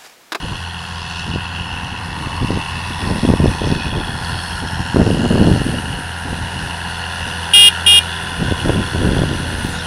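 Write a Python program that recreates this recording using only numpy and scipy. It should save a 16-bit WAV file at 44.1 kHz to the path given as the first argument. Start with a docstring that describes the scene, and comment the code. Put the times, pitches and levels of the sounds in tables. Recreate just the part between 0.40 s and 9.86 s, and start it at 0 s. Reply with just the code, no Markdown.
"""An open field, one microphone. Some way off, a six-cylinder diesel tractor pulls a seed planter at
steady revs, slowly turning side-on: the exhaust drones, the block clatters at each firing, the planter's
fan hisses. Wind buffets the microphone from the start, hardest at 3-5 s, and overloads it now and then.
Just after 7 s the electric horn toots twice. The gusts return at 8 s, and at the very end something
brushes and scrapes close to the microphone."""
import sys
import numpy as np
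from scipy import signal
from scipy.fft import rfft, irfft
from scipy.io import wavfile

SR = 44100
rng = np.random.default_rng(int(sys.argv[2]) if len(sys.argv) > 2 else 0)


def dump_mix(stems):
    """Bounce the given channels to the path in sys.argv[1] as a 16-bit WAV at rate SR."""
    frames = np.atleast_2d(stems).T  # one column per channel
    limited = np.clip(frames, -1, 1)  # hard clip at full scale
    pcm = np.round(limited * 32767).astype(np.int16)
    wavfile.write(sys.argv[1], SR, pcm)


N = 417186
FRAME = 1024   # samples


def from_db(db):
    """Decibels to gain."""
    return np.exp(np.asarray(db) * (np.log(10) / 20))


def rms_one(x):
    """Scale to rms 1."""
    return x / np.sqrt(np.mean(x ** 2) + 1e-20)


def in_time(rows):
    """Each column of a curve at every sample."""
    s, *columns = np.transpose(rows)
    return [np.interp(np.arange(N) / SR, s, c) for c in columns]


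def coloured(x, spectrum):
    """Give a signal a spectrum; rms 1."""
    hz, db = np.transpose(spectrum)
    bins = np.maximum(np.arange(N // 2 + 1) * SR / N, 1)
    gain = from_db(np.interp(np.log(bins), np.log(hz), db))
    return rms_one(irfft(rfft(x) * gain, N))


def drift(rate, size=N, step=1):
    """Random wander of rms 1, about `rate` turns a second, at every step-th sample."""
    knots = np.arange(size) * (step * rate / SR)
    count = int(knots[-1]) + 2
    return rms_one(np.interp(knots, np.arange(count), rng.standard_normal(count)))


# Engine speed: (time [s], firing rate [Hz])
FIRING_RATE = [(0, 84.65), (.8, 84.43), (1.8, 84.65), (3.2, 84.4), (5.3, 84.6), (6.3, 84.4), (7.2, 84.6),
               (7.8, 84.4), (9.46, 84.5)]
# Strength of each cylinder, in firing order: (level [dB])
CYLINDER_DB = [-3, 0, -1, -1.8, -.5, .3]

def engine_cycles():
    """Running count of two-turn cycles; each cylinder fires once in each."""
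    return np.cumsum(in_time(FIRING_RATE)[0]) / SR / len(CYLINDER_DB)


def firings(cycle, repeat, sharpness, floor, uneven_db):
    """A quick-rising burst of rattle per firing; the share `repeat` comes back alike every cycle."""
    pattern = rng.standard_normal(int(N / cycle[-1]))
    recurring = pattern[(cycle % 1 * len(pattern)).astype(int)]
    rattle = np.sqrt(repeat) * recurring + np.sqrt(1 - repeat) * rng.standard_normal(N)
    number, age = np.divmod(cycle * len(CYLINDER_DB), 1)
    number = number.astype(int)
    scatter_db = uneven_db * rng.standard_normal(FRAME)[number]
    force = from_db(np.array(CYLINDER_DB)[number % len(CYLINDER_DB)] + scatter_db)
    return rattle * (floor + force * np.sin(np.pi * age ** .51) ** sharpness)


def radiate(rattle, modes, level_db, swell_db=-.1, wander=.0081):
    """Steep resonances wander in pitch and swell, at random and as their beams pass the microphone."""
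    hz, s, frames = signal.stft(rattle, SR, nperseg=FRAME)
    power, t = 0, np.arange(N) / SR
    for centre_hz, width_hz, db, beam_at, beam_length, beam_db in modes:
        centre = np.interp(s, t, centre_hz) if np.ndim(centre_hz) else centre_hz
        centre = centre * (1 + wander * drift(3.7, len(s), FRAME // 2))
        beam = np.exp(-((s - beam_at) / beam_length) ** 2)
        gain = from_db(db + beam_db * beam + swell_db * drift(7, len(s), FRAME // 2))
        power = power + (gain / (1 + ((hz[:, None] - centre) / width_hz) ** 2) ** 2) ** 2
    ringing = signal.istft(frames * np.sqrt(power / power.sum(axis=0)), SR, nperseg=FRAME)[1][:N]
    return from_db(level_db) * rms_one(ringing)


# Exhaust and drive tones: (order [per cycle, rounded in use], level [dB], gain as the tractor nears [dB])
EXHAUST_ORDERS = [(6, -32.5, 2.5), (9, -45.5, 0), (12, -40, 2), (13, -45, -1), (15, -56, 14),
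                  (28, -52, 11.5), (35, -50.5, 13.5), (40, -51.5, 9.5), (51, -52.5, 3), (52, -50.5, 0),
                  (59, -68, -8), (66.5, -52, 7), (68, -50, 6), (105.4, -52.5, -10), (109.4, -46.5, 10)]

def exhaust(cycle, flutter_cycles=.001, waver_db=1.7):
    """A drone of engine orders, roughened by uneven load and wavering in the air over the field."""
    tones, nearness = 0, np.linspace(-.5, .5, N)
    for order, db, near_db in EXHAUST_ORDERS:
        angle = 2 * np.pi * (round(order) * (cycle + flutter_cycles * drift(11)) + rng.random())
        waver = waver_db * (order / len(CYLINDER_DB)) ** .2 * drift(9)
        tones = tones + np.sqrt(2) * from_db(db + near_db * nearness + waver) * np.sin(angle)
    return tones


# Drive gear, loudest side-on to the microphone: (time [s], level [dB])
GEAR_LEVEL = [(0, -55), (2, -49), (4, -46), (5.8, -52), (6.5, -43), (7.2, -43), (7.5, -40.5), (8.6, -39.5),
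              (9.46, -48)]

def gear_whine(cycle, teeth_per_cycle=72.25, waver_db=2):
    """Meshing teeth whine in step with the engine, wavering in the moving air."""
    turns = teeth_per_cycle * cycle + .078 * drift(16)
    level_db = in_time(GEAR_LEVEL)[0] + waver_db * drift(12)
    return np.sqrt(2) * from_db(level_db) * np.sin(2 * np.pi * turns)


# Engine block: (time [s], level [dB], centre [Hz])
BLOCK_CURVE = [(0, -36, 970), (1.4, -33.5, 980), (2, -29.5, 980), (2.8, -31, 960), (3.6, -32, 930),
               (4.4, -32.5, 915), (5.6, -35.5, 915), (7, -33, 923), (9.46, -37.5, 910)]

def block_hum(cycle):
    """The firings blur together in one broad resonance of the block."""
    db, hz = in_time(BLOCK_CURVE)
    rattle = firings(cycle, repeat=.5, sharpness=2.1, floor=2.8, uneven_db=3)
    return radiate(rattle, [(hz, 270, 0, 0, 1, 0)], db)


# Casing, louder as it nears the microphone: (time [s], level [dB])
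GROWL_LEVEL = [(0.0, -36.5), (0.92, -35), (1.79, -35), (2.55, -32), (2.85, -34), (4.14, -31), (6.03, -33),
               (7.22, -29), (9.46, -31)]
# Low panel modes: (centre [Hz], width [Hz], level [dB], beam time [s], beam length [s], beam gain [dB])
GROWL_PANELS = [(1453, 184, -1, 10, 6.7, 5), (1672, 240, -5.5, 6.2, 4.2, 6.5),
                (1858, 130, -3.5, 2.7, 0.91, 8), (2214, 1400, -19, 2.4, 1.16, 12)]

def casing_growl(cycle):
    """The firings shake the casing with a soft beat."""
    rattle = firings(cycle, repeat=.45, sharpness=3.5, floor=1.7, uneven_db=3)
    return radiate(rattle, GROWL_PANELS, in_time(GROWL_LEVEL)[0] + .15)


# Knock from across the field: (time [s], level [dB])
KNOCK_LEVEL = [(0, -34), (.5, -35.5), (.75, -30), (1.4, -31.5), (1.75, -35.5), (2.1, -31.5), (2.4, -32.5),
               (2.9, -35.5), (3.4, -32), (3.7, -36.5), (4.35, -35), (5, -31), (5.8, -35.5), (6.8, -30.5),
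               (8, -31), (8.5, -33), (9, -33), (9.46, -36.5)]
# Mid panel modes: (centre [Hz], width [Hz], level [dB], beam time [s], beam length [s], beam gain [dB])
KNOCK_PANELS = [(2574, 130, -14.5, 3.32, 0.8, 21), (2687, 170, -3.5, 1.3, 1.7, 9.5),
                (2890, 305, 5, 2.7, 0.71, -9.5)]

def combustion_knock(cycle):
    """Each combustion raps the thin panels."""
    rattle = firings(cycle, repeat=.32, sharpness=5, floor=.6, uneven_db=2)
    return radiate(rattle, KNOCK_PANELS, in_time(KNOCK_LEVEL)[0], swell_db=1.3, wander=.005)


# Injectors and valves: (time [s], level [dB])
TICK_LEVEL = [(0, -40), (.4, -42), (.7, -37), (1.3, -43), (1.7, -42), (2.1, -39.5), (2.65, -37), (3, -39.5),
              (3.35, -34.5), (3.55, -40.5), (4.05, -35), (4.3, -39), (5.05, -36.5), (5.6, -45.5),
              (6.1, -42), (6.7, -39), (8, -40.5), (9.46, -39)]
# High panel modes: (centre [Hz], width [Hz], level [dB], beam time [s], beam length [s], beam gain [dB])
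TICK_PANELS = [(3810, 410, -5, 3.3, 0.64, 3), (4300, 280, 1.4, 4, 0.59, 6), (4830, 260, -4, 4.7, .7, -1.5),
               (5320, 300, -6, 3.7, 1.5, 7), (5950, 410, -11, 8.2, 2.7, 4), (6000, 450, -19, 3.2, 0.36, 12),
               (6940, 1300, -19, 4.63, 0.44, 5)]

def valve_tick(cycle):
    """Injectors and valves tick brightly through the panels."""
    rattle = firings(cycle, repeat=.35, sharpness=3.6, floor=.62, uneven_db=2)
    return radiate(rattle, TICK_PANELS, in_time(TICK_LEVEL)[0], swell_db=1.8, wander=.007)


# Injection: (time [s], level [dB], centre [Hz])
CLACK_CURVE = [(0, -40.5, 3330), (1, -40, 3300), (1.5, -43, 3280), (2.2, -40, 3340), (2.75, -37, 3360),
               (3, -38.5, 3380), (3.45, -34.5, 3320), (4.1, -35.5, 3240), (4.7, -40.5, 3200),
               (5.2, -40, 3260), (5.8, -48, 3400), (7, -38.5, 3430), (8, -35.5, 3400), (9.1, -37.5, 3330),
               (9.46, -40, 3370)]

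def injection_clack(cycle):
    """Each injection strikes one hard, ringing resonance."""
    db, hz = in_time(CLACK_CURVE)
    rattle = firings(cycle, repeat=.4, sharpness=7, floor=.2, uneven_db=2.2)
    return radiate(rattle, [(hz, 260, 0, 0, 1, 0)], db)


def engine(flutter_db=.81):
    """All parts share one cycle; moving air makes each band flutter on its way across the field."""
    cycle = engine_cycles()
    hum, growl, knock = block_hum(cycle), casing_growl(cycle), combustion_knock(cycle)
    tick, clack = valve_tick(cycle), injection_clack(cycle)
    tones = exhaust(cycle) + gear_whine(cycle)
    return tones + sum(from_db(flutter_db * drift(28)) * x for x in (hum, growl, knock, clack, tick))


# Planter's fan, behind the tractor: (time [s], level [dB])
FAN_LEVEL = [(0.0, -46.5), (1.29, -49), (2.92, -39.5), (3.5, -43.5), (4.03, -39), (4.37, -42.5),
             (5.27, -38.5), (5.69, -41.5), (6.51, -41.5), (7.43, -39), (7.61, -40), (9.06, -39),
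             (9.46, -39)]
# Its spectrum: (frequency [Hz], level [dB])
FAN_SPECTRUM = [(6000, -9), (7300, -16.5), (8200, -5.5), (8650, -7), (9200, -2), (9650, 2.5), (10150, -3.5),
                (10600, -6), (11500, -12), (12500, -22), (13500, -33), (15800, -47)]

def fan_hiss():
    """The fan blows air in a smooth, high hiss."""
    level_db = in_time(FAN_LEVEL)[0] + 1.17 + drift(30)
    return from_db(level_db) * coloured(rng.standard_normal(N), FAN_SPECTRUM)


# Turbocharger, faint at this distance: (time [s], pitch [Hz], level [dB])
TURBO_CURVE = [(0, 7100, -60), (.7, 7020, -62), (1.3, 7050, -65), (1.7, 6980, -68), (2.4, 6900, -66),
               (3.3, 6900, -74), (4.6, 7000, -65), (5.6, 6950, -74), (9.46, 6950, -72)]

def turbo_whistle(waver_db=2.5, jitter_hz=18):
    """The spinning turbocharger gives one thin, unsteady tone."""
    hz, db = in_time(TURBO_CURVE)
    gain = np.sqrt(2) * from_db(db + waver_db * drift(14))
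    return gain * np.sin(2 * np.pi * np.cumsum(hz + jitter_hz * drift(120)) / SR)


# Soil under the machines: (time [s], level [dB])
SOIL_LEVEL = [(0, -39), (2.5, -39.5), (6, -34.5), (9.46, -32.5)]
# Its spectrum: (frequency [Hz], level [dB])
SOIL_SPECTRUM = [(20, -24), (50, -6), (130, -16), (200, -6), (320, -13.5), (480, -12), (610, -12),
                 (760, -10), (1200, -16.5), (2300, -13), (6000, -26), (15000, -58)]

def soil_wash():
    """Tyres and coulters push through the soil with a dull wash."""
    return from_db(in_time(SOIL_LEVEL)[0]) * coloured(rng.standard_normal(N), SOIL_SPECTRUM)


# Bands cancelled where the microphone stands: (centre [Hz], width [Hz], depth [0-1])
NOTCHES = [(600, 110, .3), (1220, 170, .3), (2330, 150, .7), (3090, 150, .62)]
# Their slide: (time [s], shift [Hz])
NOTCH_SHIFT = [(0, 0), (1.5, 0), (1.8, 140), (2.6, 62), (3.5, 0), (5, -24), (9.46, -25)]

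def reflections(x):
    """Reflections off ground and bodywork cancel narrow bands, which slide as the tractor moves."""
    hz, s, frames = signal.stft(x, SR, nperseg=FRAME)
    shift_hz = np.interp(s, *np.transpose(NOTCH_SHIFT))
    for centre_hz, width_hz, depth in NOTCHES:
        detuning = 2 * (hz[:, None] - centre_hz - shift_hz) / width_hz
        frames = frames * (1 - depth / (1 + detuning ** 2))
    return signal.istft(frames, SR, nperseg=FRAME)[1][:N]


# Light breeze over the field: (time [s], strength [dB])
BREEZE_LEVEL = [(0, -66), (.6, -55), (1.1, -42.5), (2.4, -41), (3.7, -39.5), (5.3, -39), (5.6, -49),
                (7.6, -64), (8.3, -31.5), (9.46, -38)]
# Gusts at the microphone: (start [s], length [s], strength [dB])
GUST_EVENTS = [(0.008, 0.13, -34), (0.86, 0.055, -33.5), (0.93, 0.041, -33), (1.33, 0.046, -41),
               (1.487, 0.026, -43), (1.58, 0.084, -45), (1.794, 0.07, -35), (2.004, 0.023, -28),
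               (2.082, 0.091, -23), (2.49, .025, -34), (2.601, 0.19, -23), (2.827, 0.017, -17.5),
               (2.875, .05, -17), (2.986, 0.11, -20), (3.204, 0.17, -22), (3.445, 0.027, -25),
               (3.519, 0.078, -25), (3.656, 0.17, -34), (4.217, 0.023, -28), (4.315, .04, -38),
               (4.39, .03, -34), (4.557, 0.057, -12.5), (4.647, 0.22, -19), (4.902, 0.25, -15),
               (5.196, 0.18, -27.5), (5.426, .17, -34), (5.845, 0.07, -30), (5.983, 0.04, -29.5),
               (6.13, 0.14, -34), (6.8, 0.093, -40), (7.985, 0.066, -22), (8.078, 0.026, -25),
               (8.242, 0.15, -19), (8.553, 0.32, -20), (8.874, .15, -27.5), (9.053, 0.21, -31.5)]

def gust_strength(puff_db=3.5, puffs_per_s=14, attack_s=.0028, release_s=.025):
    """Each gust rises, holds and dies away on top of the puffing breeze; dB at every sample."""
    t = np.arange(N) / SR
    power = from_db(in_time(BREEZE_LEVEL)[0] + puff_db * drift(puffs_per_s)) ** 2
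    for start, length, db in GUST_EVENTS:
        span = slice(int(start * SR), int((start + length + .5) * SR))
        age = np.maximum(t[span] - start, 0)
        swell = (1 - np.exp(-age / attack_s)) * np.exp(-np.maximum(age - length, 0) / release_s)
        power[span] += (from_db(db) * swell) ** 2
    return 10 * np.log10(power)


# Slow eddies on the microphone: (frequency [Hz], level [dB])
RUMBLE_SPECTRUM = [(10, -20), (25, -7), (50, -2), (110, 0.5), (170, -3), (260, -19.5), (500, -72),
                   (2000, -95)]
# Fast eddies: (frequency [Hz], level [dB])
BUFFET_SPECTRUM = [(20, -17), (60, -13.5), (120, -4.5), (250, -1), (400, -11), (600, -16.5), (900, -27),
                   (1400, -31), (3000, -60), (9000, -88)]

def wind(gust_db, reference_db=-20, lumpy_db=4.5):
    """Slow eddies rumble, fast ones buffet in lumps and grow faster, so hard gusts are brighter."""
    excess_db = gust_db - reference_db
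    rumble = from_db(-19.5 + .57 * excess_db) * coloured(rng.standard_normal(N), RUMBLE_SPECTRUM)
    lumps = rng.standard_normal(N) * from_db(lumpy_db * drift(220))
    buffet = from_db(-20 + .94 * excess_db) * coloured(lumps, BUFFET_SPECTRUM)
    return rumble + buffet


def eddies(gust_db, per_s=50, above_db=7.5, scatter_db=6.5, width_s=.00097):
    """Rows of lesser slaps at random moments, scaled by the gust that carries them."""
    when, size, breadth = rng.random((int(per_s * N / SR), 3)).T
    at = (FRAME + when * (N - 3 * FRAME)).astype(int)
    levels_db = gust_db[at] + above_db + scatter_db * (2 * size - 1)
    widths_s = width_s * np.exp(.83 * (2 * breadth - 1))
    return list(zip(at / SR, levels_db, widths_s))


# The hardest eddies, right on the microphone port: (time [s], level [dB], width [s])
HARD_SLAPS = [(.046, -8, 0.0023), (.866, -23, 0.0014), (.939, -11.5, 0.0011), (.96, -6, 0.0011),
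              (1.872, -11, 0.0012), (2.023, -11, 0.0012), (2.031, -4.5, 0.0013), (2.047, -2, 0.002),
              (2.106, 0, 0.00095), (2.174, -4.5, .001), (2.703, -7, .0007), (2.714, -4, 0.00069),
              (2.851, 0, .0008), (2.89, -2, 0.00068), (2.903, 7.5, 0.001), (2.938, 5.5, 0.0006),
              (3.002, -2, 0.00088), (3.038, 3, 0.0019), (3.043, 3, 0.0011), (3.046, -1, 0.00069),
              (3.059, 4.5, 0.00069), (3.083, 3.5, 0.0022), (3.218, -7, .0007), (3.241, -7, 0.00062),
              (3.273, -5, 0.00075), (3.304, -5, .001), (3.324, 0, 0.0012), (3.359, 0.5, 0.0013),
              (3.467, -6, 0.0017), (3.571, -6, 0.0012), (3.582, -8.5, .0008), (3.605, -10, 0.00088),
              (4.238, -8, 0.0017), (4.334, -10, 0.0017), (4.405, -3.5, 0.0022), (4.546, 0.5, 0.0015),
              (4.569, 5.5, 0.00079), (4.59, -7, .0007), (4.616, 4, .00051), (4.668, -2, 0.00059),
              (4.677, 2, 0.0012), (4.705, 3, .0008), (4.85, -4, 0.00056), (4.859, -3.5, .0004),
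              (4.91, 3.5, 0.001), (4.943, -1, .0012), (4.956, -1.5, .00046), (4.979, -4, 0.00045),
              (5.014, 7, 0.0012), (5.024, 4.5, 0.0011), (5.028, -1, .0008), (5.073, 1, 0.00065),
              (5.085, 2, .0009), (5.093, -5, 0.0011), (5.1, -2, .0008), (5.116, 5, 0.0015),
              (5.162, -4, 0.00069), (5.217, -3, 0.00092), (5.289, -7, .0011), (5.93, -8, 0.0012),
              (8.023, -4, 0.0015), (8.113, -4, .0009), (8.123, -1, 0.00083), (8.275, -10, 0.00087),
              (8.295, 5, 0.0005), (8.304, 0.5, 0.00095), (8.409, -11, 0.00091), (8.549, -5.5, 0.00099),
              (8.635, -6, .0009), (8.648, 0.5, 0.0012), (8.658, -3.5, 0.00097), (8.675, -1, 0.0015),
              (8.691, -3, 0.0011), (8.719, -1, .0011), (8.734, -5, 0.0012), (8.767, -5, .0006),
              (8.792, -1, 0.00069), (8.819, 0, .001), (8.837, -3, .0005), (8.931, -4.5, 0.0012),
              (8.949, -11, 0.0012), (9.003, -6.5, 0.0018), (9.249, -3, 0.0016)]

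def slaps(gust_db, gain_db=2, vent_hz=154):
    """Each eddy is a pressure spike; the microphone's vent lets it leak away, so suction follows."""
    pressure, t = np.zeros(N), np.arange(-FRAME, FRAME) / SR
    for s, db, width in HARD_SLAPS + eddies(gust_db):
        at = int(s * SR)
        pressure[at - FRAME:at + FRAME] += from_db(db + gain_db) / (1 + (t / width) ** 2) ** 2
    return signal.sosfilt(signal.butter(1, vent_hz, "high", fs=SR, output="sos"), pressure)


# Horn blasts, far louder than the engine: (start [s], end [s], level [dB])
HORN_BLASTS = [(7.134, 7.287, -3.8), (7.462, 7.591, -6.5)]
# Horn partials: (harmonic [number], level [dB])
HORN_PARTIALS = [(1, -28), (2, -23.5), (3, -40), (4, -32), (5, -42), (6, -12.5), (7, 0.5), (8, -2),
                 (9, -10.5), (10, -25.5), (11, -35), (12, -28), (13, -28), (14, -24.5), (15, -40),
                 (16, -38), (17, -33), (18, -44), (19, -29), (20, -24), (21, -42), (22, -41), (23, -9),
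                 (24, -19), (25, -23.5), (26, -23), (27, -32), (28, -35), (29, -33), (30, -42), (31, -46),
                 (32, -41), (33, -53), (34, -51), (35, -49), (36, -44), (37, -41), (38, -60)]

def horn(pitch_hz=405.85, smear=-.4, rise_s=.0024, fall_s=.0014, ring_hz=2420, ring_t60_s=.08):
    """A buzzing diaphragm strikes a tone disc near 3 kHz, whose ringing smears each stroke."""
    out = np.zeros(N)
    harmonic, db = np.transpose(HORN_PARTIALS)[:, :, None]
    for start, end, level_db in HORN_BLASTS:
        t = np.arange(int((end - start + .05) * SR)) / SR
        after = np.maximum(t - (end - start), 0)
        # the contact breaker opens a little early or late on each stroke
        turns = pitch_hz * t + .0015 * drift(pitch_hz)[:len(t)]
        # the first, hardest strokes wake a brief ping of the disc at 10.1 kHz
        ping_db = 10 * np.exp(-t / .0075 - ((harmonic * pitch_hz - 10100) / 470) ** 2)
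        angle = 2 * np.pi * harmonic * turns + smear * harmonic ** 2
        tone = rms_one(np.sum(from_db(db + ping_db) * np.cos(angle), axis=0))
        swell = (1 - np.exp(-t / rise_s)) * np.exp(-after / fall_s)
        # the disc rings on when the current stops
        ring = from_db(-16 - 60 * after / ring_t60_s) * np.sin(2 * np.pi * ring_hz * after)
        at = int(start * SR)
        out[at:at + len(t)] += from_db(level_db) * (swell * tone + ring)
    return out


def furrows(x, t60_s=.14, wet_db=-14):
    """Rough ground on the way to the microphone scatters a short, faint tail."""
    t = np.arange(SR // 2) / SR
    tail = rng.standard_normal(len(t)) * from_db(-60 * t / t60_s)
    return x + from_db(wet_db) * signal.fftconvolve(x, tail / np.linalg.norm(tail))[:N]


# Strokes close to the microphone: (middle [s], half length [s], centre [Hz], width [Hz], level [dB])
SCRAPE_STROKES = [(9.238, .014, 10200, 2600, -34), (9.26, .06, 13000, 4000, -51),
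                  (9.315, .02, 7400, 500, -43), (9.347, .03, 6800, 500, -40), (9.36, 0.018, 3750, 350, -35),
                  (9.401, 0.016, 5430, 130, -35), (9.403, .014, 3650, 280, -31),
                  (9.445, .028, 3150, 230, -32)]

def scrapes(grain_db=4):
    """Each short stroke is grainy friction that swells and fades in one resonance."""
    out, t = np.zeros(N), np.arange(N) / SR
    friction = rng.standard_normal(N) * from_db(grain_db * drift(400))
    for middle, half_length, hz, width_hz, db in SCRAPE_STROKES:
        span = np.abs(t - middle) < 3 * half_length
        body = signal.butter(2, [hz - width_hz / 2, hz + width_hz / 2], "band", fs=SR, output="sos")
        swell = np.exp(-((t[span] - middle) / half_length) ** 2)
        out[span] += from_db(db) * swell * rms_one(signal.sosfilt(body, friction[span]))
    return out


def scene():
    """Tractor, planter and horn out in the field; wind and scrapes right at the one microphone."""
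    toots = furrows(horn())
    gust_db = gust_strength()
    gusts = wind(gust_db) + slaps(gust_db)
    machines = reflections(engine() + fan_hiss() + turbo_whistle() + soil_wash())
    return (from_db(.73) * machines + gusts + toots + scrapes())[None]


def record(dry, ceiling=.95, cutoff_hz=15600):
    """The microphone input overloads near full scale; the top treble is cut."""
    clipped = dry / (1 + (dry / ceiling) ** 12) ** (1 / 12)
    return signal.sosfiltfilt(signal.ellip(10, .02, 60, cutoff_hz, fs=SR, output="sos"), clipped)


dry = scene()
out = record(dry)
dump_mix(out)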